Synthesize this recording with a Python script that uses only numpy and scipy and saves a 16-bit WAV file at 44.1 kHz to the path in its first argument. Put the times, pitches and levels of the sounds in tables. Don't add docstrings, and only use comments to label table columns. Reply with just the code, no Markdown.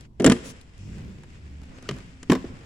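import sys
import numpy as np
from scipy import signal
from scipy.fft import rfft, irfft
from scipy.io import wavfile
from scipy.ndimage import uniform_filter1d, map_coordinates

SR = 44100
rng = np.random.default_rng(int(sys.argv[2]) if len(sys.argv) > 2 else 0)


def log_audio(samples):
    frames = np.atleast_2d(samples).T
    limited = np.clip(frames, -1, 1)
    pcm = np.round(limited * 32767).astype(np.int16)
    wavfile.write(sys.argv[1], SR, pcm)


N = 116865
T = np.arange(N) / SR

# (frequency [Hz], side minus mid [dB])
NARROW = [(100, -28), (350, -15), (900, -19), (2300, -6), (4500, -4.5)]
WIDE = [(30, -6), (80, -16.5), (250, -11.5), (500, -6.5), (900, 2.5), (3000, -0.5), (12000, -2.5)]
# (frequency [Hz], relative level [dB])
WHEEL_SPECTRUM = [(420, 3.5), (950, -5), (1500, -5), (2500, -11), (12000, -45)]


def skate_blows():
    # (time [s], thud pitch [Hz], thud [dB], thud t60 [s], ledge boom [dB],
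    # hollow knock [dB], clack [dB], snap [dB], frame ring [dB], knock and clack decay [s])
    blows = [(0.1982, 405, -20, 0.22, -20.5, -35, -28, -32, -35, 0.0078),
             (0.2203, 313, -23, 0.077, -25, -43, -42.5, -34, -50, 0.011),
             (0.2438, 515, -3, 0.028, -14.5, -37, -13, -11.5, -26, 0.0046),
             (.2475, 647, -21, 0.035, -18, -36, -16.5, -20, -30, 0.0026),
             (0.2619, 272.7, 0, 0.053, -15, -20, -10, -11.5, -9, 0.0043),
             (0.2709, 268, -1, 0.013, -14, -25.5, -21, -37, -45, 0.0081),
             (0.2835, 209, -2.5, 0.03, -22.5, -36, -49, -55, -53, .004),
             (0.2977, 218, -2, 0.057, -23, -48, -14, -17.5, -25, 0.0054),
             (.312, 292, -11, 0.013, -21.5, -27.5, -30, -30, -42, 0.0064),
             (.319, 236.2, -7.5, 0.074, -25.5, -23.5, -10, -16.5, -34, 0.0026),
             (1.889, 402, -25.5, 0.11, -37, -58, -17.5, -49, -47, 0.0039),
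             (1.91, 137, -24, 0.068, -39.5, -39, -29.5, -39, -52, 0.0032),
             (2.229, 300, -32.5, 0.029, -63, -58, -34, -39.5, -37, 0.0036),
             (2.2978, 293, -0.5, 0.037, -22.5, -21, -16.5, -29, -30, 0.0048),
             (2.312, 189, -7, 0.057, -28, -27, -32, -28.5, -44, 0.0053),
             (2.318, 254, -13.5, 0.12, -19.5, -14, -20.5, -31.5, -24.5, 0.0051),
             (2.331, 370, -11, 0.03, -23, -40, -34.5, -37, -31, 0.018),
             (2.35, 406, -19.5, 0.033, -25.5, -31, -36, -44, -34, 0.0081),
             (2.443, 307, -17.5, 0.028, -38, -48, -45.5, -65, -66, 0.0073)]
    # (frequency [Hz], relative level [dB], t60 [s])
    ledge_modes = [(120, -10, 0.19), (187.7, -2.5, .16), (230.2, -0.5, 0.14), (264.2, -3.5, 0.2),
                   (322.2, 0.5, 0.068), (356.9, 1, .16), (459, -5, 0.12), (509.6, -9, 0.12),
                   (577.4, -10.5, 0.076), (645, -7, 0.1), (710, -12.5, 0.064), (762, -11.5, 0.062)]
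    shell_modes = [(980, -9, .07), (1209, -2.5, 0.056), (1420, -21, 0.061), (1738, -8, 0.077),
                   (1860, 1, 0.04), (2404, -2, 0.034), (2860, 1, 0.03), (3140, 1.5, 0.028),
                   (6000, -12, 0.014)]
    # (frequency [Hz], relative level [dB])
    knock_spectrum = [(400, -39.5), (820, -2), (980, 3.5), (1150, 0), (1330, -10.5), (1650, -5.5),
                      (2600, -31), (8000, -35)]
    clack_spectrum = [(150, -17.5), (450, 8), (850, -7), (1300, 1), (1850, 3.5), (2500, -2.5), (3050, -1),
                      (4200, -7), (5500, -8), (8000, -20.5), (16000, -49.5)]
    snap_spectrum = [(1500, 3), (4200, -11), (6000, 0), (8300, 1.5), (10000, 0.5), (11700, -17),
                     (16000, -36)]
    frame_hz, frame_width_hz = 7350, 500
    frame_spectrum = [(frame_hz + k * frame_width_hz / 2, -3 * k * k) for k in range(-4, 5)]
    shell_below_clack_db, side_below_boom_db = 16, 19
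    t = T[:SR // 3]
    push = 1 - np.exp(-t / 0.0011)
    body, side, knock, clack, snap, frame = np.zeros((6, N))
    for at, hz, thud_db, t60, boom_db, knock_db, clack_db, snap_db, frame_db, decay_s in blows:
        thud = -undb(thud_db) * np.sin(2 * np.pi * hz * t) * undb(-60 * t / t60)
        boom = undb(boom_db) * ring(t, ledge_modes, scatter_db=1.74)
        shell = undb(clack_db - shell_below_clack_db) * ring(t, shell_modes, scatter_db=2)
        side_boom = undb(boom_db - side_below_boom_db) * ring(t, ledge_modes, scatter_db=4.7)
        add(body, at, push * (thud + boom) + shell)
        add(side, at, push * side_boom)
        add(knock, at, undb(knock_db) * contact(t, decay_s))
        add(clack, at, undb(clack_db) * contact(t, decay_s))
        add(snap, at, undb(snap_db) * contact(t, decay_s=0.0022))
        add(frame, at, undb(frame_db) * push * np.exp(-t / 0.0019))
    crackle = unit(0.5 + grains(per_s=2500, spread_db=0.5, decay_s=0.0002))
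    spread = np.array([[1], [-1]]) * signal.hilbert(side).imag
    layers = [(knock, knock_spectrum), (clack * crackle, clack_spectrum),
              (snap * crackle, snap_spectrum), (frame, frame_spectrum)]
    return body + spread + sum(noise(envelope, spectrum, NARROW) for envelope, spectrum in layers)


def catches():
    # (time [s], tick [dB], dull knock [dB])
    snags = [(.008, -36.5, -54), (0.364, -39, -30), (0.612, -38.5, -56), (.779, -45.5, -63),
             (0.982, -46, -41.5), (1.234, -44.5, -37.5), (1.616, -48, -43.5), (1.633, -45, -45.5),
             (1.782, -51, -38.5), (1.825, -39, -39.5), (1.8879, -31.5, -40), (1.964, -44, -40),
             (1.976, -50, -45), (1.985, -41, -38.5), (2.633, -52, -45)]
    # (frequency [Hz], relative level [dB])
    tick_spectrum = [(200, -7.5), (500, -4), (1800, -13), (4000, -1.5), (8000, -7), (11000, -11),
                     (16000, -39)]
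    ticks, knocks = np.zeros((2, N))
    t = T[:SR // 5]
    for at, tick_db, knock_db in snags:
        add(ticks, at, undb(tick_db) * contact(t, decay_s=0.0017))
        add(knocks, at, undb(knock_db) * contact(t, decay_s=0.0054))
    return noise(ticks, tick_spectrum, NARROW) + noise(knocks, WHEEL_SPECTRUM, NARROW)


def slide():
    # (time [s], level [dB])
    scrape_levels = [(0, -58.5), (.055, -57.5), (.085, -86), (.19, -68.5), (.33, -45.5), (.55, -55),
                     (.64, -60), (.76, -61.5), (.86, -59.5), (.98, -53.5), (1.15, -57), (1.52, -59),
                     (1.86, -56), (1.94, -48.5), (2.05, -57), (2.2, -57.5), (2.29, -54.5), (2.38, -53.5),
                     (2.65, -57.5)]
    rumble_levels = [(0, -47), (.18, -58.5), (.35, -40), (.55, -50.5), (.75, -55.5), (.86, -41),
                     (.95, -39.5), (1.06, -40), (1.3, -48.5), (1.55, -49), (1.8, -51), (1.95, -39.5),
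                     (2.2, -53.5), (2.4, -40), (2.65, -49)]
    # (frequency [Hz], relative level [dB])
    scrape_spectrum = [(100, 1.5), (350, 5.5), (750, 0.5), (1200, -0.5), (1850, 2.5), (2600, 1.5),
                       (4100, -7.5), (5200, -5.5), (5900, -10.5), (7800, -11), (10000, -22), (12000, -38),
                       (16000, -49)]
    rumble_spectrum = [(25, -19), (55, -0.5), (95, -1.5), (180, -1), (260, -7.5), (400, -16.5), (700, -32),
                       (2000, -57.5)]
    grit_db, flutter_db = -6.5, 1.5
    grit = undb(grit_db) * grains(per_s=650, spread_db=4.5, decay_s=0.0012)
    friction = curve(scrape_levels) * undb(flutter_db * drift(34.45)) * np.hypot(1, grit)
    scrape = noise(friction, scrape_spectrum, WIDE)
    load = curve(rumble_levels) * undb(flutter_db * drift(25.29))
    return scrape + noise(load, rumble_spectrum, WIDE)


def click_run():
    # (frequency [Hz], relative level [dB])
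    click_spectrum = [(3000, -1), (4100, -2.5), (6000, 0.5), (8000, -4.5), (10000, -4), (11500, -16)]
    level_db, clicks_per_s = -45.5, 390
    click_phase = np.cumsum(clicks_per_s * (1 + 0.083 * drift(90))) / SR % 1
    clicks = unit(np.exp(-click_phase / 0.45) + 0.42)
    return noise(undb(level_db) * swell(0.435, 0.527, edge_s=0.019) * clicks, click_spectrum, WIDE)


def sole_bite():
    harmonics = [-5, 0, -6.5, -16.5, -27]
    # (frequency [Hz], relative level [dB])
    rasp_spectrum = [(1900, -17), (2550, 9.5), (3900, -6), (4900, -3), (5350, 5), (5900, -2), (7600, -2.5),
                     (9500, -13), (12000, -34)]
    start_s, end_s, judder_db, rasp_db = 0.765, 0.995, -40, -61.5
    pitch_hz = np.interp(T, [start_s, end_s], [45.1, 59]) * (1 + 0.018 * drift(38.5))
    phase = 2 * np.pi * np.cumsum(pitch_hz) / SR
    judder = sum(undb(db) * np.sin(k * phase + 2 * np.pi * rng.random())
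                 for k, db in enumerate(harmonics, start=1))
    grip = swell(start_s, end_s, edge_s=0.035) * undb(0.8 * drift(46.8))
    return grip * undb(judder_db) * judder + noise(undb(rasp_db) * grip, rasp_spectrum, WIDE)


def sole_squeaks():
    # (start [s], end [s], pitch [Hz], level [dB], wobble [share of pitch])
    squeaks = [(1.737, 1.79, 6440, -66, 0.0036), (1.85, 1.879, 1420, -49.5, .035)]
    sag_per_s = 0.33
    sound = np.zeros(N)
    for start, end, hz, db, wobble in squeaks:
        from_middle_s = np.clip(T, start, end) - (start + end) / 2
        pitch_hz = hz * (1 - sag_per_s * from_middle_s + wobble * drift(400))
        sound += undb(db) * swell(start, end, edge_s=0.011) * tone(pitch_hz)
    return sound


def wheels():
    # (start [s], end [s], level [dB])
    rolls = [(0.977, 1.13, -60.5), (1.672, 2.03, -56), (2.362, 2.7, -53.5)]
    rolling = sum(undb(db) * swell(start, end, edge_s=0.02) for start, end, db in rolls)
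    return noise(rolling * undb(2.7 * drift(50)), WHEEL_SPECTRUM, WIDE)


def crossing(sound):
    passes_s, lead_s_per_s = 1.87, 0.000032
    shift_s = lead_s_per_s * (passes_s - T) / 2
    return np.array([map_coordinates(channel, [(T + sign * shift_s) * SR], order=5, mode="nearest")
                     for channel, sign in zip(sound, (1, -1))])


def house_echoes(impacts):
    # (frequency [Hz], relative level [dB])
    tail_spectrum = [(80, -15), (250, -12.5), (700, -1), (3000, -2), (5000, -0.5), (10500, -4.5),
                     (12500, -12)]
    echo_spectrum = [(100, -2), (250, 0), (360, -11), (480, 5.5), (750, -2), (7000, -7), (14000, -12)]
    tail_db, build_s, t60_s = -23, 0.0199, 0.74
    echo_db, delay_s, smear_s = -39, 0.18, 0.036
    tail = (1 - np.exp(-T / build_s)) * undb(-60 * T / t60_s)
    echo = (T > delay_s) * np.exp(-abs(T - delay_s) / smear_s)
    scattered = noise(undb(tail_db) * unit(tail), tail_spectrum, WIDE)
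    reflected = noise(undb(echo_db) * unit(echo), echo_spectrum, WIDE)
    response = (scattered + reflected) / np.sqrt(N)
    return signal.fftconvolve(impacts.mean(axis=0)[None], response, axes=1)[:, :N]


def street():
    # (start [s], end [s], pitch [Hz], level [dB])
    engines = [(0, 3, 69.2, -55), (1.28, 1.71, 70.9, -43.5), (1.56, 2.7, 260, -52.5)]
    # (frequency [Hz], relative level [dB])
    street_spectrum = [(20, 2), (70, 3), (150, -4.5), (550, -28.5), (1000, -24), (1700, -48), (4000, -43),
                       (8000, -54), (11000, -57), (16000, -71.5)]
    street_db = -49.5
    hum = np.zeros(N)
    for start, end, hz, db in engines:
        engine = tone(hz * (1 + 0.0086 * drift(6.9)))
        hum += engine * undb(db + 1.6 * drift(5.5)) * swell(start, end, edge_s=0.11)
    return noise(undb(street_db + 0.89 * drift(4.4)), street_spectrum, WIDE) + hum


def ring(t, modes, scatter_db):
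    sound = np.zeros(len(t))
    for k, (hz, db, t60) in enumerate(modes):
        gain = (-1) ** k * undb(db + scatter_db * rng.standard_normal())
        detuned_hz = hz * (1 + 0.008 * rng.standard_normal())
        sound += gain * np.sin(2 * np.pi * detuned_hz * t) * undb(-60 * t / t60)
    return sound


def contact(t, decay_s):
    attack_s, rattle_db, rattle_s = 0.0013, -34, 0.028
    rattle = undb(rattle_db) * np.exp(-t / rattle_s)
    return (1 - np.exp(-t / attack_s)) * (np.exp(-t / decay_s) + rattle)


def grains(per_s, spread_db, decay_s):
    hits = rng.random(N) < per_s / SR
    sizes = undb(spread_db * np.minimum(rng.exponential(size=N), 4))
    return unit(signal.fftconvolve(hits * sizes, np.exp(-T[:256] / decay_s))[:N])


def noise(envelope, spectrum, width):
    mid, side = (colour(envelope * rng.standard_normal(N), spectrum) for _ in range(2))
    mid_share = [(hz, -10 * np.log10(1 + undb(db) ** 2)) for hz, db in width]
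    side_share = [(hz, db + mid_db) for (hz, db), (_, mid_db) in zip(width, mid_share)]
    mid = colour(mid, mid_share, keep_power=False)
    side = colour(side, side_share, keep_power=False)
    return np.array([mid + side, mid - side])


def colour(x, points, keep_power=True):
    size = 4096
    hz, db = np.array(points, float).T
    bins_hz = np.arange(size // 2 + 1) * SR / size
    gain = undb(np.interp(np.log(bins_hz + 1), np.log(hz), db))
    cepstrum = irfft(np.log(unit(gain) if keep_power else gain))
    cepstrum[1:size // 2] *= 2
    cepstrum[size // 2 + 1:] = 0
    return signal.fftconvolve(x, irfft(np.exp(rfft(cepstrum))))[:N]


def drift(per_s):
    hold = int(SR / per_s)
    steps = np.repeat(rng.standard_normal(N // hold + 1), hold)
    return unit(uniform_filter1d(uniform_filter1d(steps, hold), hold)[:N])


def tone(pitch_hz):
    return np.sin(2 * np.pi * np.cumsum(pitch_hz) / SR)


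def swell(start_s, end_s, edge_s):
    return np.clip((T - start_s) / edge_s, 0, 1) * np.clip((end_s - T) / edge_s, 0, 1)


def curve(points):
    return undb(np.interp(T, *np.array(points).T))


def add(track, at_s, sound):
    i = max(int(at_s * SR), 0)
    track[i:i + len(sound)] += sound[:N - i]


def undb(db):
    return 10 ** (np.asarray(db) / 20)


def unit(x):
    return x / np.sqrt(np.mean(x ** 2))


def scene():
    impacts = skate_blows() + catches()
    passing = crossing(impacts + sole_squeaks())
    return passing + house_echoes(impacts) + click_run() + sole_bite() + slide() + wheels() + street()


def record(dry):
    # (frequency [Hz], left minus right [dB])
    balance = [(200, -0.35), (2000, 0.3), (3500, 2.5), (4700, 2.5), (7100, 10), (7800, 10.5), (8800, -2.5),
               (10200, -12.5), (12500, -3), (15500, 5.5)]
    top_hz = 15850
    left = colour(dry[0], [(hz, db / 2) for hz, db in balance], keep_power=False)
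    right = colour(dry[1], [(hz, -db / 2) for hz, db in balance], keep_power=False)
    lowpass = signal.ellip(10, 0.1, 100, top_hz, fs=SR, output="sos")
    return signal.sosfilt(lowpass, np.clip([left, right], -1, 1))


dry = scene()
out = record(dry)
log_audio(out)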